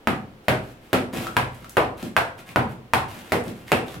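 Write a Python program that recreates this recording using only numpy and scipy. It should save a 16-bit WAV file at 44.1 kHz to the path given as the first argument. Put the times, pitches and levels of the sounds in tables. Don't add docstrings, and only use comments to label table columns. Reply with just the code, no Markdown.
import sys
import numpy as np
from scipy import signal
from scipy.fft import rfft, irfft
from scipy.io import wavfile
from scipy.ndimage import uniform_filter1d

SR = 44100
rng = np.random.default_rng(int(sys.argv[2]) if len(sys.argv) > 2 else 0)


def unload_audio(sound):
    columns = np.transpose(np.atleast_2d(sound))
    steps = np.round(np.clip(columns, -1, 1) * 32767)
    wavfile.write(sys.argv[1], SR, steps.astype(np.int16))


N = 176400
FFT_SIZE = 8192
HZ = np.fft.rfftfreq(FFT_SIZE, 1 / SR)


def amp(db):
    return 10 ** (np.asarray(db) / 20)


def curve_at(points, hz):
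    table_hz, values = np.transpose(points)
    return np.interp(np.log(hz + 1), np.log(table_hz), values)


def add(mix, start_s, sound):
    part = mix[..., round(start_s * SR):][..., :sound.shape[-1]]
    part += sound[..., :part.shape[-1]]


def colour(x, gain_db):
    log_gain = np.log(amp(np.maximum(gain_db, -100)))
    mirrored = np.r_[log_gain, log_gain[-2:0:-1]]
    taps = np.fft.ifft(np.exp(np.conj(signal.hilbert(mirrored)))).real
    return signal.fftconvolve(x, taps[:FFT_SIZE // 2])


def resonance(centre_hz, width):
    return 1 / (1 + ((HZ - centre_hz) / (width * centre_hz)) ** 2)


def fracture_burst(envelope):
    x = rng.standard_normal(len(envelope)) * envelope
    for _ in range(4):
        spectrum = rfft(x)
        x = irfft(spectrum / (abs(spectrum) + 1e-12), len(x))
        x = x * envelope / np.sqrt(abs(uniform_filter1d(x ** 2, size=64)) + 1e-12)
    return x / np.linalg.norm(x)


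def diffuse_field(samples, bass_coherence=0.95, mic_gap_s=0.00041):
    hz, frame_s, noise = signal.stft(rng.standard_normal((2, samples)), SR, nperseg=512, noverlap=384)
    coherence = bass_coherence * np.sinc(2 * hz * mic_gap_s)[:, None]
    right = coherence * noise[0] + np.sqrt(1 - coherence ** 2) * noise[1]
    return hz, frame_s, np.array([noise[0], right])


# frequency_hz, relative_density_db
HUSH_SPECTRUM = [(25, -8), (55, -18), (120, -11.5), (300, -7), (1000, -16.5), (3000, -23.5), (7000, -37),
                 (15000, -38)]
def hush(level_db=-51):
    hz, _, field = diffuse_field(N)
    field = field * amp(curve_at(HUSH_SPECTRUM, hz))[:, None]
    noise = signal.istft(field, nperseg=512, noverlap=384)[1][:, :N]
    return amp(level_db) * noise / noise.std()


def whiten(response):
    spectrum = rfft(response, 2 * response.shape[1])
    power = uniform_filter1d((abs(spectrum) ** 2).mean(0), size=130)
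    return irfft(spectrum / np.sqrt(power))[:, :response.shape[1]]


# frequency_hz, t60_s
ROOM_DECAY = [(60, 0.74), (160, 0.62), (420, 0.4639), (1100, 0.3849), (2900, 0.3248), (7700, 0.35),
              (15000, 0.21)]
# delay_s, left_gain, right_gain
REFLECTIONS = [(.0032, -0.031, 0.18), (0.0097, -.25, -0.07), (0.0123, 0.098, 0.19),
               (0.0163, -0.066, -0.088)]
# frequency_hz, gain_db
DIRECT_PATH = [(60, -9.5), (400, -6), (1100, -1), (3000, 0), (10000, -0.5)]
def room(x, tail_db=2, build_up_s=0.0027):
    t = np.arange(24576) / SR
    hz, frame_s, field = diffuse_field(len(t))
    decay = amp(-60 * frame_s / curve_at(ROOM_DECAY, hz)[:, None])
    tail = signal.istft(field * decay, nperseg=512, noverlap=384)[1][:, :len(t)]
    response = amp(tail_db) * whiten(tail * (1 - np.exp(-t / build_up_s)))
    for delay_s, left_gain, right_gain in REFLECTIONS:
        add(response, delay_s, np.array([[left_gain], [right_gain]]))
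    add(response, 0, colour(np.ones(1), curve_at(DIRECT_PATH, HZ)))
    return signal.fftconvolve(x[None], response, axes=1)


# pitch_hz, gain_db, t60_s
NORMAL_MODES = [(57.2, 15, 1.3), (88.7, 5.5, 0.51), (124, 11.5, 0.62), (241.5, 8, 0.39), (323.6, 3, 0.45),
                (395, 5, 0.31), (515, 1, 1.1), (761, 11, 0.43)]
def standing_waves(x):
    t = np.arange(SR) / SR
    response = np.zeros(SR)
    for pitch_hz, gain_db, t60_s in NORMAL_MODES:
        unit_peak = 2 * np.log(1000) / (t60_s * SR)
        response += amp(gain_db - 60 * t / t60_s) * unit_peak * np.sin(2 * np.pi * pitch_hz * t)
    return signal.fftconvolve(x, response)[:N]


# start_s, length_s, level_db
GRIT_SHOWERS = [(0.432, 0.042, -56), (0.618, 0.11, -52), (0.808, 0.13, -56.5), (1.122, .14, -35.5),
                (1.262, 0.017, -34), (1.28, 0.11, -51), (1.506, 0.34, -53), (1.966, .12, -45),
                (2.373, 0.034, -43), (2.456, 0.07, -46), (2.682, 0.046, -48), (3.073, .15, -43.5),
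                (3.233, 0.14, -48.5), (3.44, 0.081, -45.5), (3.545, 0.12, -52.5), (3.663, 0.048, -44),
                (3.855, 0.11, -44)]
# frequency_hz, gain_db
GRIT_SPECTRUM = [(60, -7.5), (300, 10), (800, 7.5), (1500, 8), (3000, 3.5), (5500, -6.5), (9000, -6.5),
                 (13000, -6), (16000, -14)]
def grit(grains_per_s=2500, spread_db=3.5, rise_s=0.014, fade_db=-3.5):
    envelope = np.zeros(N)
    for start_s, length_s, level_db in GRIT_SHOWERS:
        t = np.arange(0, length_s, 1 / SR)
        add(envelope, start_s, np.minimum(t / rise_s, 1) * amp(level_db + fade_db * t / length_s))
    sizes = amp(spread_db * np.minimum(rng.exponential(1, N), 4))
    signs = rng.choice([-1, 1], N)
    grains = sizes * signs * (rng.random(N) < grains_per_s / SR)
    return colour(envelope * grains / grains.std(), curve_at(GRIT_SPECTRUM, HZ))[:N]


# start_s, relative_level_db, ring_hz, ring_lift_db
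CHIP_TICKS = [(1.172, 4.5, 2360, 3), (1.269, 4.5, 1295, 17), (1.547, -14, 8800, 7), (1.645, -4, 1290, 12.5),
              (1.695, 1.5, 7900, -1), (2.028, 2, 2280, 0.5), (2.048, -13, 5950, 0), (2.392, -7.5, 1404, 13),
              (2.49, -6, 2200, 13), (3.191, -7, 5070, -5), (3.439, -9.5, 9000, 9), (3.481, -0.5, 2280, -2),
              (3.681, -2, 2000, 11), (3.882, -6, 3560, 11.5), (3.921, -15, 8130, 0), (3.943, -2, 1330, 6.5)]
def chips(contact_s=0.00152, skirt_db_per_octave=-6):
    out, t = np.zeros(N), np.arange(FFT_SIZE // 8) / SR
    for start_s, level_db, ring_hz, lift_db in CHIP_TICKS:
        ring_db = lift_db * resonance(ring_hz, width=0.14)
        skirt_db = skirt_db_per_octave * abs(np.log2((HZ + 1) / ring_hz))
        trim_db = -4.5 - 3 * np.log2(ring_hz / 1000)
        contact = fracture_burst(np.exp(-t / contact_s))
        add(out, start_s, colour(contact, level_db + trim_db + ring_db + skirt_db))
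    return out


# start_s, relative_level_db, pitch_hz
LUMP_THUDS = [(1.133, 23.5, 282), (1.17, 23.5, 140), (1.21, 14.5, 377), (1.265, 14.5, 354), (1.62, 9, 160),
              (2.027, 24.5, 217), (2.39, 5, 168), (2.489, 10.5, 150), (2.78, 8, 229), (3.164, 11.5, 207),
              (3.47, 23.5, 225), (3.632, 4, 118), (3.954, 20, 160)]
def lumps(crush_s=0.003, skirt_db_per_octave=-13, top_octaves=0.27):
    out, t = np.zeros(N), np.arange(FFT_SIZE // 4) / SR
    for start_s, level_db, pitch_hz in LUMP_THUDS:
        octaves_away = np.hypot(np.log2((HZ + 1) / pitch_hz), top_octaves) - top_octaves
        force = fracture_burst(np.exp(-t / crush_s))
        add(out, start_s, colour(force, level_db - 2.5 + skirt_db_per_octave * octaves_away))
    return out


# frequency_hz, level_db
BLOW_SPECTRUM = [(25, -8), (40, 2.5), (55, 13.5), (100, 28.5), (200, 25), (400, 24), (800, 25.5),
                 (1500, 21), (2500, 16), (4000, 5.5), (6500, -5), (9000, -2.5), (12500, -4), (15500, -9.5)]
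# thud_hz, body_hz, knock_hz, clack_hz, crack_hz, crunch_hz
BAND_CENTRES = [110, 230, 480, 1000, 2400, 6000]
# frequency_hz, share (0 to 1)
CRUMBLE_SHARE = [(100, 0.02), (1000, 0.23), (2500, 0.29), (5000, 0.75), (9000, 0.9)]
def hammer_blow(band_db, low_ring_hz, high_ring_hz, ring_lift_db=6):
    t = np.arange(5000) / SR
    tone_db = curve_at(BLOW_SPECTRUM, HZ) + curve_at(list(zip(BAND_CENTRES, band_db)), HZ)
    rings = resonance(low_ring_hz, width=0.053) + resonance(high_ring_hz, width=0.053)
    slab_db = tone_db + ring_lift_db * rings
    share = curve_at(CRUMBLE_SHARE, HZ)
    crust_breaking = np.exp(-t / 0.0028)
    sand_spray = amp(-25) * np.exp(-t / 0.018)
    crumbling = colour(fracture_burst(crust_breaking + sand_spray), slab_db + 10 * np.log10(share))
    contact = -colour(signal.unit_impulse(len(t)), slab_db + 10 * np.log10(1 - share))
    return crumbling, contact


# start_s, thud_db, body_db, knock_db, clack_db, crack_db, crunch_db, low_ring_hz, high_ring_hz
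HAMMER_BLOWS = [(0.0729, -4.5, 3, -4, -5, -2.5, -5, 210, 1250), (0.483, -1, 3, 2, -3.5, 1, 0, 627, 1550),
                (0.931, -1.5, 3, 4, -5, 0, 1.5, 251, 1340), (1.3675, 0, -5, -4.5, -3, 0, -0.5, 995, 1630),
                (1.7698, -2.5, -2.5, 7.5, -0.5, .5, -3, 1010, 1200),
                (2.1657, -6.5, -11, -3.5, 0.5, 1, 0, 670, 1570), (2.56, -1.5, 3, 0, -2, -3, -6, 955, 1430),
                (2.9357, -2.5, -6, -3.5, -1, 0.5, 1.5, 895, 1043),
                (3.321, -2, -3.5, 5, -4.5, -4, 0, 239, 2020),
                (3.7187, -2.5, 1, 4.5, -3.5, 1.5, 1.5, 249, 2690)]
def scene():
    impacts = grit() + chips() + lumps()
    mix = hush() + room(impacts)[:, :N]
    for start_s, *band_db, low_ring_hz, high_ring_hz in HAMMER_BLOWS:
        for part in hammer_blow(band_db, low_ring_hz, high_ring_hz):
            add(impacts, start_s, part)
            add(mix, start_s, room(part))
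    return mix + standing_waves(impacts)


def record(dry):
    ceiling, cutoff_hz = 0.97, 16000
    rounded = dry / (1 + (dry / ceiling) ** 4) ** (1 / 4)
    low_pass = signal.firwin(511, cutoff_hz, window=("kaiser", 9), fs=SR)
    return signal.oaconvolve(rounded, low_pass[None], "same")


dry = scene()
out = record(dry)
unload_audio(out)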